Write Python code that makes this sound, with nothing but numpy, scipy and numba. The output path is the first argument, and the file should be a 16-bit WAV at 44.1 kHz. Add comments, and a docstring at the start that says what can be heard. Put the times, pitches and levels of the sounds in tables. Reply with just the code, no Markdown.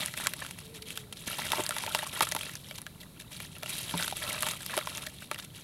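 """A dense, dry crackle, close to the microphone: a hand crushes a chunk of sand and cement over a
plastic tub with a little water in it. Grain bonds break and fingers rasp over the chunk. Sand patters
into the wet tub, lumps land with a tick and a short plink of trapped air, and handfuls thud on the
bottom, all ringing the tub's hollow. A low rumble lies underneath, with one faint, far, wavering tone."""
import sys
import numpy as np
from scipy import signal
from scipy.fft import rfft, irfft
from scipy.io import wavfile
from scipy.ndimage import uniform_filter1d
from numba import njit

SR = 44100
rng = np.random.default_rng(int(sys.argv[2]) if len(sys.argv) > 2 else 0)


def put_to_file(sound):
    """Save the sound as 16-bit audio at rate SR, in the file named by the first command-line argument."""
    columns = np.atleast_2d(sound).T  # one column per channel
    safe = np.clip(columns, -1, 1)
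    whole_steps = np.round(safe * 32767)
    wavfile.write(sys.argv[1], SR, whole_steps.astype(np.int16))


N = 248283
TIME = np.arange(N) / SR
TOP_HZ = 15700
RUB_RELEASE_DB_PER_S = 429

# fingers rubbing the chunk as they shift their grip: start_s, length_s, level_db
FINGER_RUBS = [(.565, 0.098, -53.5), (.74, 0.03, -45), (.818, 0.01, -47.5), (.85, 0.074, -47.5),
               (.95, 0.064, -52), (1.15, 0.11, -51), (2.65, 0.076, -55.5), (2.74, 0.025, -47.5),
               (3.0, 0.016, -49.5), (3.192, 0.021, -47.5), (3.3, 0.077, -48.5), (3.385, 0.069, -48.5),
               (3.46, 0.22, -55.5), (4.15, 0.045, -43), (4.58, 0.11, -48.5), (5.12, 0.057, -54.5),
               (5.2, 0.046, -51), (5.312, 0.025, -49), (5.375, 0.024, -44), (5.42, 0.029, -51),
               (5.53, 0.082, -52.5)]
# spectrum of sand striking the wet plastic: frequency_hz, level_db
SAND_SPECTRUM = [(100, -28.5), (300, -4.5), (480, 0.5), (620, 3), (930, -5), (1350, 1.5), (1800, -9),
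                 (3000, -3), (8000, -25)]


def crumbling(crush_db, count=15000, low_hz=1200, ring_s=0.0025, bonds_db=-2, powder_db=-10):
    """Each grain that breaks loose pings at its own pitch; bonds crackle and the powder hisses."""
    # spectrum of the breaking grit: frequency_hz, level_db
    grit_spectrum = [(200, 8.5), (600, -7), (1500, -8.5), (2300, 3.5), (3000, 5.5), (3900, 5.5), (4700, -1),
                     (7000, -3.5), (9000, -1), (11000, 1), (12500, -5.5), (15000, -16.5)]
    when, pitch, length = rng.random((count, 3)).T
    hz = low_hz + (TOP_HZ - low_hz) * pitch
    size = undb(6 * np.minimum(rng.standard_normal(count), 2.5))
    pings = unit(plinks(when * N / SR, hz, ring_s * hz * (0.55 + length), size, rise=0.))
    breaks_per_s = 2600 * undb(0.71 * (crush_db - crush_db.mean()))  # faster under a harder squeeze
    bonds = unit(shower(breaks_per_s, spread_db=5.1))
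    powder = rng.standard_normal(N)
    grains = pings + undb(bonds_db) * bonds + undb(powder_db) * powder
    grit = through(grains * slips(), click(grit_spectrum))
    return unit(grit, band_hz=(5000, 15000)) * undb(crush_db)


def hand(fall_s=0.0029, rub_spill_db=-9.5, idle_grit_db=-79, idle_sand_db=-64.5):
    """The fist crumbles the chunk and spills sand: the levels of both over time, in dB."""
    # squeezes of the fist: start_s, length_s, crush_db, land_db
    squeezes = [(-.01, 0.031, -40.5, -40.5), (0.156, 0.078, -43.5, -44.5), (0.376, 0.051, -50, -50),
                (1.255, 0.077, -43, -46), (1.362, 0.095, -44.5, -42.5), (1.483, 0.12, -41, -39.5),
                (1.7, 0.25, -45.5, -44.5), (1.886, 0.17, -45.5, -46), (2.1, 0.13, -45, -42.5),
                (2.216, 0.0076, -38.5, -34), (2.341, 0.14, -46.5, -50), (3.621, 0.005, -49, -40.5),
                (3.647, 0.22, -42.5, -48.5), (3.86, 0.074, -51, -48.5), (3.946, 0.085, -40.5, -44.5),
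                (4.186, 0.18, -42, -40.5), (4.409, 0.055, -41.5, -40.5), (4.673, 0.13, -46, -43.5),
                (4.857, 0.16, -49, -48.5)]
    start, length, crush_db, land_db = np.transpose(squeezes)
    rubbing = strokes(FINGER_RUBS, RUB_RELEASE_DB_PER_S)
    crushing = strokes(zip(start, length, crush_db), release_db_per_s=125.5)
    sifting = strokes(zip(start, length, crush_db - 3), release_db_per_s=27.5)  # powder lingers
    landing = strokes(zip(start + fall_s, length, land_db), release_db_per_s=105)
    grit = crushing + crunches() + sifting + rubbing + undb(idle_grit_db) ** 2
    sand = landing + rubbing * undb(rub_spill_db) ** 2 + undb(idle_sand_db) ** 2
    return 10 * np.log10(grit), 10 * np.log10(sand)


def strokes(rows, release_db_per_s, attack_s=0.001, build_share=0.27, sag_db_per_s=16, brief_s=0.06):
    """Power of hand strokes: each swells with the pressure, sags as the piece gives way and dies off."""
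    power = 0
    for start, length, db in rows:
        age = np.maximum(TIME - start, 0)
        swell = np.minimum(age / (attack_s + build_share * length), 1)
        haste = max(brief_s / length, 1)  # brief strokes die off faster
        lost_db = sag_db_per_s * age + release_db_per_s * np.maximum(age - length, 0) * haste
        power = power + (swell * undb(db - lost_db)) ** 2
    return power


def crunches(hold_s=0.001, decay_db_per_s=1113):
    """Power of grain patches giving way at once: a sudden start, a short hold, a quick decay."""
    # collapsing patches: start_s, level_db
    patches = [(.002, -40), (0.237, -35), (0.956, -48), (1.125, -43), (1.171, -43), (1.276, -35),
               (1.300, -37.5), (1.426, -42), (1.465, -35.5), (1.831, -36), (2.78, -42.5), (3.029, -49.5),
               (3.22, -46), (3.33, -44), (3.713, -57), (3.781, -35), (3.962, -46), (4.009, -39),
               (4.221, -45), (4.268, -53), (4.298, -41), (4.406, -37), (4.505, -36), (4.895, -47),
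               (5.021, -38.5), (5.065, -40.5)]
    power = 0
    for start, db in patches:
        lost_db = decay_db_per_s * np.maximum(TIME - start - hold_s, 0)
        power = power + (TIME >= start) * undb(db - lost_db) ** 2
    return power


def snaps(crack_db=-7.5, ping_db=-4.5, ring_s=0.0024):
    """Larger bonds give way with a bright crack, and the loosened chip pings."""
    # dry snaps of the chunk: start_s, level_db, pitch_hz
    breaks = [(0.06, -9.5, 9450), (0.2702, -6.5, 7700), (0.4645, -16.5, 3300), (0.51, -16, 2770),
              (.5878, -19.5, 2780), (0.9055, -19, 3584), (0.9747, -22, 6800), (1.1261, -18.5, 3450),
              (1.6374, -14, 7200), (1.6646, -9.5, 4600), (1.6921, -10.5, 8500), (1.7841, -10, 3860),
              (2.073, -17.5, 8300), (2.223, -7, 3800), (2.233, -7, 2430), (2.2896, -14, 7950),
              (2.3152, -10.5, 3700), (2.3209, -9.5, 6000), (2.3502, -13, 10800), (2.5543, -16.5, 6100),
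              (2.8173, -21.5, 10000), (3.584, -26, 10900), (3.694, -17, 10700), (3.9105, -16, 3980),
              (4.0802, -11, 4000), (4.1121, -15.5, 3650), (4.1691, -15, 10150), (4.3296, -14, 9400),
              (4.424, -7.5, 10700), (4.4872, -7, 3300), (4.5118, -14.5, 7040), (4.631, -18.5, 3300),
              (4.663, -12, 11500), (4.768, -13, 9800), (4.95, -20, 6140), (4.9732, -16, 6900),
              (5.0385, -20.5, 3510)]
    # spectrum of a crack: frequency_hz, level_db
    crack_spectrum = [(200, -17), (1000, 11), (3500, 11), (5000, 14), (7500, 11), (11000, 18), (13000, 2.5),
                      (15500, -2)]
    when, db, hz = np.transpose(breaks)
    crack = through(shatter(when, db + crack_db, debris_db=-19, t60=0.025), click(crack_spectrum))
    return crack + plinks(when, hz, ring_s * hz, undb(db + ping_db), rise=0.)


def rasp(band_hz=(2900, 3800), gain_db=-6):
    """Skin dragged over the grains sticks and slips in a soft, narrow rasp."""
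    band = signal.butter(2, band_hz, "band", fs=SR)
    drag = unit(signal.lfilter(*band, shower(5000, spread_db=3)) * slips())
    return drag * np.sqrt(strokes(FINGER_RUBS, RUB_RELEASE_DB_PER_S)) * undb(gain_db)


def lumps(plink_db=5.5, knock_db=-15, crumb_db=-6, crumbs=3, scatter_s=0.012):
    """A lump slaps and knocks the wet bottom and traps a pocket of air; its crumbs plink around it."""
    # lumps landing in the tub: start_s, tick_db, pitch_hz, ring_db
    landings = [(.0296, -29, 2200, -31), (.082, -23, 1970, -35.5), (0.139, -21, 2070, -35),
                (0.1755, -16.5, 2650, -36), (.2612, -24, 1520, -30), (0.2703, -7, 1090, -28),
                (0.3365, -13.5, 2800, -36.5), (.4205, -38, 1750, -32), (.424, -40, 1070, -39.5),
                (0.4485, -24, 1500, -37.5), (0.9746, -13.5, 1480, -38), (1.1271, -44, 3210, -40),
                (1.33, -42, 2880, -32.5), (1.3855, -27, 940, -35.5), (1.5192, -7.5, 3670, -26.5),
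                (1.533, -20, 925, -23.5), (1.6922, -19, 654, -36.5), (1.708, -16, 1370, -29),
                (1.723, -29, 1310, -34), (1.7654, -19, 910, -33), (1.8372, -20, 960, -32.5),
                (1.8642, -16.5, 565, -35.5), (1.877, -48, 895, -30.5), (1.9487, -7, 928, -24.5),
                (1.99, -16.5, 1910, -32.5), (2.023, -26, 2950, -33), (2.028, -43, 856, -29.5),
                (2.066, -34, 1110, -36), (2.174, -24, 1010, -37.5), (2.2075, -7.5, 1214, -20),
                (2.2086, -49, 923, -22), (2.229, -10.5, 1224, -26), (2.2702, -23, 1300, -33),
                (2.3215, -18.5, 2010, -31.5), (2.3494, -20.5, 945, -30.5), (2.3643, -12.5, 900, -31.5),
                (2.4105, -21, 3250, -34), (2.433, -25, 2520, -35.5), (2.466, -28, 2720, -38),
                (2.494, -26, 1880, -38.5), (2.5547, -30, 1710, -47), (2.711, -24, 2300, -36),
                (2.7848, -21, 940, -45.5), (2.8657, -23.5, 1640, -35), (3.032, -32, 1930, -45.5),
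                (3.4023, -21.5, 2420, -35.5), (3.565, -32, 2870, -42.5), (3.6326, -17.5, 650, -37.5),
                (3.6601, -22, 2830, -32), (3.94, -45, 940, -29), (3.9977, -24, 1510, -29.5),
                (4.014, -32, 1500, -34), (4.0257, -12, 1470, -31.5), (4.0793, -15, 1540, -33.5),
                (4.125, -23, 800, -30), (4.431, -12.5, 1140, -29.5), (4.467, -17, 905, -31.5),
                (4.509, -26, 1040, -41), (4.535, -24, 1250, -37.5), (4.606, -27, 1640, -41.5),
                (4.696, -31, 1570, -36.5), (4.739, -21, 1005, -30.5), (4.7768, -9, 620, -25.5),
                (4.7884, -17, 1260, -29.5), (4.811, -24, 1400, -39), (4.8722, -18, 1046, -29.5),
                (4.9791, -17.5, 1800, -37.5), (5.0695, -19.5, 1890, -34), (5.222, -43, 1510, -41.5),
                (5.314, -13.5, 1230, -29), (5.345, -22, 2820, -34), (5.3595, -30, 1880, -43),
                (5.3882, -21, 1090, -47)]
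    # spectrum of the slap: frequency_hz, level_db
    tick_spectrum = [(150, -20), (600, -16), (1000, -5), (1600, 5.5), (3600, 7.5), (5200, 0), (8000, -4.5),
                     (11000, 1), (15500, -11)]
    when, tick_db, hz, ring_db = np.transpose(landings)
    firm = undb(0.3 * np.minimum(tick_db + 15, 0))  # small lumps collapse softly
    slap = shatter(when, tick_db - 1, debris_db=-17.5, t60=0.016, firm=firm)
    knock = shatter(when, ring_db + knock_db, debris_db=-1.5, t60=0.03, firm=firm)
    cycles = 28.5 * (hz / 1500) ** 0.8
    pockets = plinks(when, hz, cycles, undb(ring_db + plink_db), rise=0.0088)
    out = through(slap, click(tick_spectrum)) + pockets + through(knock, click(SAND_SPECTRUM))
    for late, pitch in rng.random((len(when), crumbs, 2)).transpose(1, 2, 0):
        crumb_hz = hz * (.75 + 1.1 * pitch)
        out += plinks(when + scatter_s * late, crumb_hz, cycles / 2, undb(ring_db + crumb_db), rise=.03)
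    return out


def patter(land_db, count=3400, low_hz=850, high_hz=3900, ring_s=0.013):
    """Crumbs hit the shallow water in uneven clumps, each with a tiny plink of its own pitch."""
    when, pitch, length, weight = rng.random((count, 4)).T
    hz = low_hz * (high_hz / low_hz) ** pitch
    size = undb(5 * np.minimum(-np.log(weight), 3)) * (hz / low_hz) ** 0.32
    drops = plinks(when * N / SR, hz, ring_s * hz * (.5 + length), size, rise=0.028)
    return unit(drops * slips()) * undb(land_db)


def sandfall(land_db, grains_per_s=1100, gain_db=-5):
    """The falling sand drums softly on the wet plastic."""
    drumming = unit(through(shower(grains_per_s, spread_db=5), click(SAND_SPECTRUM)))
    heavy = undb(0.14 * (land_db - land_db.max()))  # thin trickles barely stir it
    return drumming * undb(land_db + gain_db) * heavy


def thuds(gain_db=-11):
    """A handful lands softly; the broader it is, the deeper it shakes the bottom."""
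    # handfuls hitting the bottom: start_s, level_db, lowest_hz
    handfuls = [(1.583, -17.5, 500), (1.594, -16.5, 235), (1.601, -21, 430), (2.206, -31, 440),
                (2.352, -24.5, 350), (3.94, -22, 201), (3.951, -24, 110), (4.771, -16.5, 550),
                (5.314, -25.5, 506)]
    # modes of the tub's bottom: pitch_hz, level_db, t60_s
    bottom_modes = [(117, -3, 0.12), (171, -5.5, 0.2), (271, -3, 0.035), (330, 4.5, 0.012),
                    (437, -15.5, 0.017), (560, -12, 0.036), (860, 0, 0.0076)]
    push = 0
    for when, db, lowest_hz in handfuls:
        blow = shatter([when], [db + gain_db], debris_db=-20, t60=0.046)
        push = push + signal.lfilter(*signal.butter(2, lowest_hz, "high", fs=SR), blow)
    bottom = sum(undb(db) * fade(t60) * np.sin(2 * np.pi * hz * TIME[:SR // 4])
                 for hz, db, t60 in bottom_modes)
    return through(push, bottom)


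def hollow(x, lowest_hz=85):
    """The close sounds ring the air in the tub; the deep bass escapes."""
    # air resonances, relative to the direct sound: centre_hz, width_hz, level_db
    air_modes = [(615.4, 49, 3.5), (910, 64, 1.5), (1223, 30, -12), (1360, 88, -5.5), (1800, 250, -11.5)]
    hz = np.maximum(np.arange(N // 2 + 1) * SR / N, 1)
    ring = sum(undb(db) / (1 + 1j * (hz - centre ** 2 / hz) / width) for centre, width, db in air_modes)
    ringing = irfft(rfft(x) * (1 + ring), N)
    return signal.lfilter(*signal.butter(2, lowest_hz, "high", fs=SR), ringing)


def walls(x, tub_db=-13, room_db=-19, dull_hz=4500, delay_s=0.001409):
    """Quick reflections from the tub and a faint, dull room tail follow the direct sound."""
    echo = undb(tub_db) * tail(t60=0.022) + undb(room_db) * tail(t60=0.045)
    echo = signal.lfilter(*signal.butter(1, dull_hz, fs=SR), echo)
    return x + through(x, np.concatenate([np.zeros(int(delay_s * SR)), echo]))


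def surroundings(rumble_db=-50.5, waver=0.032):
    """Steady low rumble with one faint wavering tone, blurred by distance."""
    # spectrum of the rumble: frequency_hz, level_db
    rumble_spectrum = [(20, -13), (40, -6.5), (70, -1.5), (115, 3), (165, 4.5), (220, -4), (330, -9.5),
                       (600, -15.5), (1200, -26), (3000, -27), (4000, -18), (5000, -29), (8000, -27.5),
                       (11000, -21), (15000, -32)]
    # course of the far tone: time_s, pitch_hz, level_db
    far_tone = [(.6, 433, -86), (.67, 430.6, -60), (.71, 488, -51.5), (.76, 419.6, -61), (.85, 435, -57),
                (.92, 482, -53.5), (.97, 453, -57), (1.03, 418, -59), (1.15, 409, -79)]
    rumble = unit(through(rng.standard_normal(N), click(rumble_spectrum)))
    when, hz, db = np.transpose(far_tone)
    drift = unit(uniform_filter1d(rng.standard_normal(N), SR // 100))
    phase = 2 * np.pi * np.cumsum(np.interp(TIME, when, hz) * (1 + waver * drift)) / SR
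    tone = np.sin(phase) * slips() * np.interp(TIME, when, undb(db), left=0, right=0)
    return undb(rumble_db) * rumble + through(tone, tail(t60=0.2))


@njit
def plinks(start, hz, cycles, size, rise):
    """Damped sines that swell in one cycle; with rise, the pitch climbs like an air pocket's in water."""
    out = np.zeros(N)
    for k in range(len(start)):
        first, length, phase = int(start[k] * SR), int(cycles[k] / hz[k] * SR), 0.
        for i in range(min(length, N - first)):
            phase += 2 * np.pi * hz[k] / SR * (1 + rise * (i / length - .15))
            swell = min(phase / (2 * np.pi), 1.)
            out[first + i] += size[k] * swell * np.exp(-6.9 * i / length) * np.sin(phase)
    return out


def shatter(times, db, debris_db, t60, firm=1):
    """Pushes, each trailed by a brief spray of fragments; the less firm, the weaker the push."""
    push = blows(times, undb(db) * firm)
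    spray = through(blows(times, undb(db)), fade(t60))
    return push + undb(debris_db) * spray * unit(shower(14000, spread_db=2.04))


def blows(times, sizes):
    """Single pushes at the given times."""
    return np.bincount((np.asarray(times) * SR).astype(int), sizes, N)[:N]


def shower(per_s, spread_db):
    """Random impacts, many small and a few large, of steady mean power."""
    size = undb(spread_db * np.minimum(rng.standard_normal(N), 2)) * rng.choice([-1, 1], N)
    return size * (rng.random(N) < per_s / SR) / np.sqrt(per_s)


def slips(depth_db=3.0, per_s=150):
    """A gain that flickers unevenly, as when the chunk gives way."""
    knots = rng.standard_normal(N // 50)
    return undb(depth_db * np.interp(TIME * per_s, np.arange(len(knots)), knots))


def click(spectrum, size=2048):
    """Causal pulse of peak 1, shaped by (frequency_hz, level_db) points."""
    hz, db = np.transpose(spectrum)
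    grid = np.maximum(np.arange(size // 2 + 1) * SR / size, 1)
    gain = undb(np.interp(np.log(grid), np.log(hz), db))
    cepstrum = irfft(np.log(gain))
    causal = 2 * cepstrum[:size // 2] * (np.arange(size // 2) > 0)
    pulse = irfft(np.exp(rfft(causal, size)))
    return pulse / abs(pulse).max()


def tail(t60):
    """Diffuse reflections: decaying noise of unit energy."""
    noise = fade(t60) * rng.standard_normal(SR // 4)
    return noise / np.linalg.norm(noise)


def fade(t60):
    """A quarter second of decay, falling 60 dB in t60 seconds."""
    return np.exp(-np.log(1000) * TIME[:SR // 4] / t60)


def through(x, response):
    """Pass a sound through an impulse response."""
    return signal.fftconvolve(x, response)[:N]


def unit(x, band_hz=(0, SR / 2)):
    """Scale to rms 1 inside a band."""
    hz = np.arange(len(x) // 2 + 1) * SR / len(x)
    inside = rfft(x)[(hz >= band_hz[0]) & (hz <= band_hz[1])]
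    return x * len(x) / np.sqrt(2 * np.sum(abs(inside) ** 2))


def undb(db):
    """Decibels to gain."""
    return 10 ** (np.asarray(db) / 20)


def scene():
    """One microphone close to the tub: crushing above, landing below, the rumble behind."""
    crush_db, land_db = hand()
    above = crumbling(crush_db) + rasp() + snaps()
    below = patter(land_db) + sandfall(land_db) + lumps() + thuds()
    return (walls(hollow(above + below)) + surroundings())[None]


def record(dry):
    """A steep low-pass cuts the highest treble."""
    return signal.sosfilt(signal.ellip(8, .2, 70, TOP_HZ, fs=SR, output="sos"), dry)


dry = scene()
out = record(dry)
put_to_file(out)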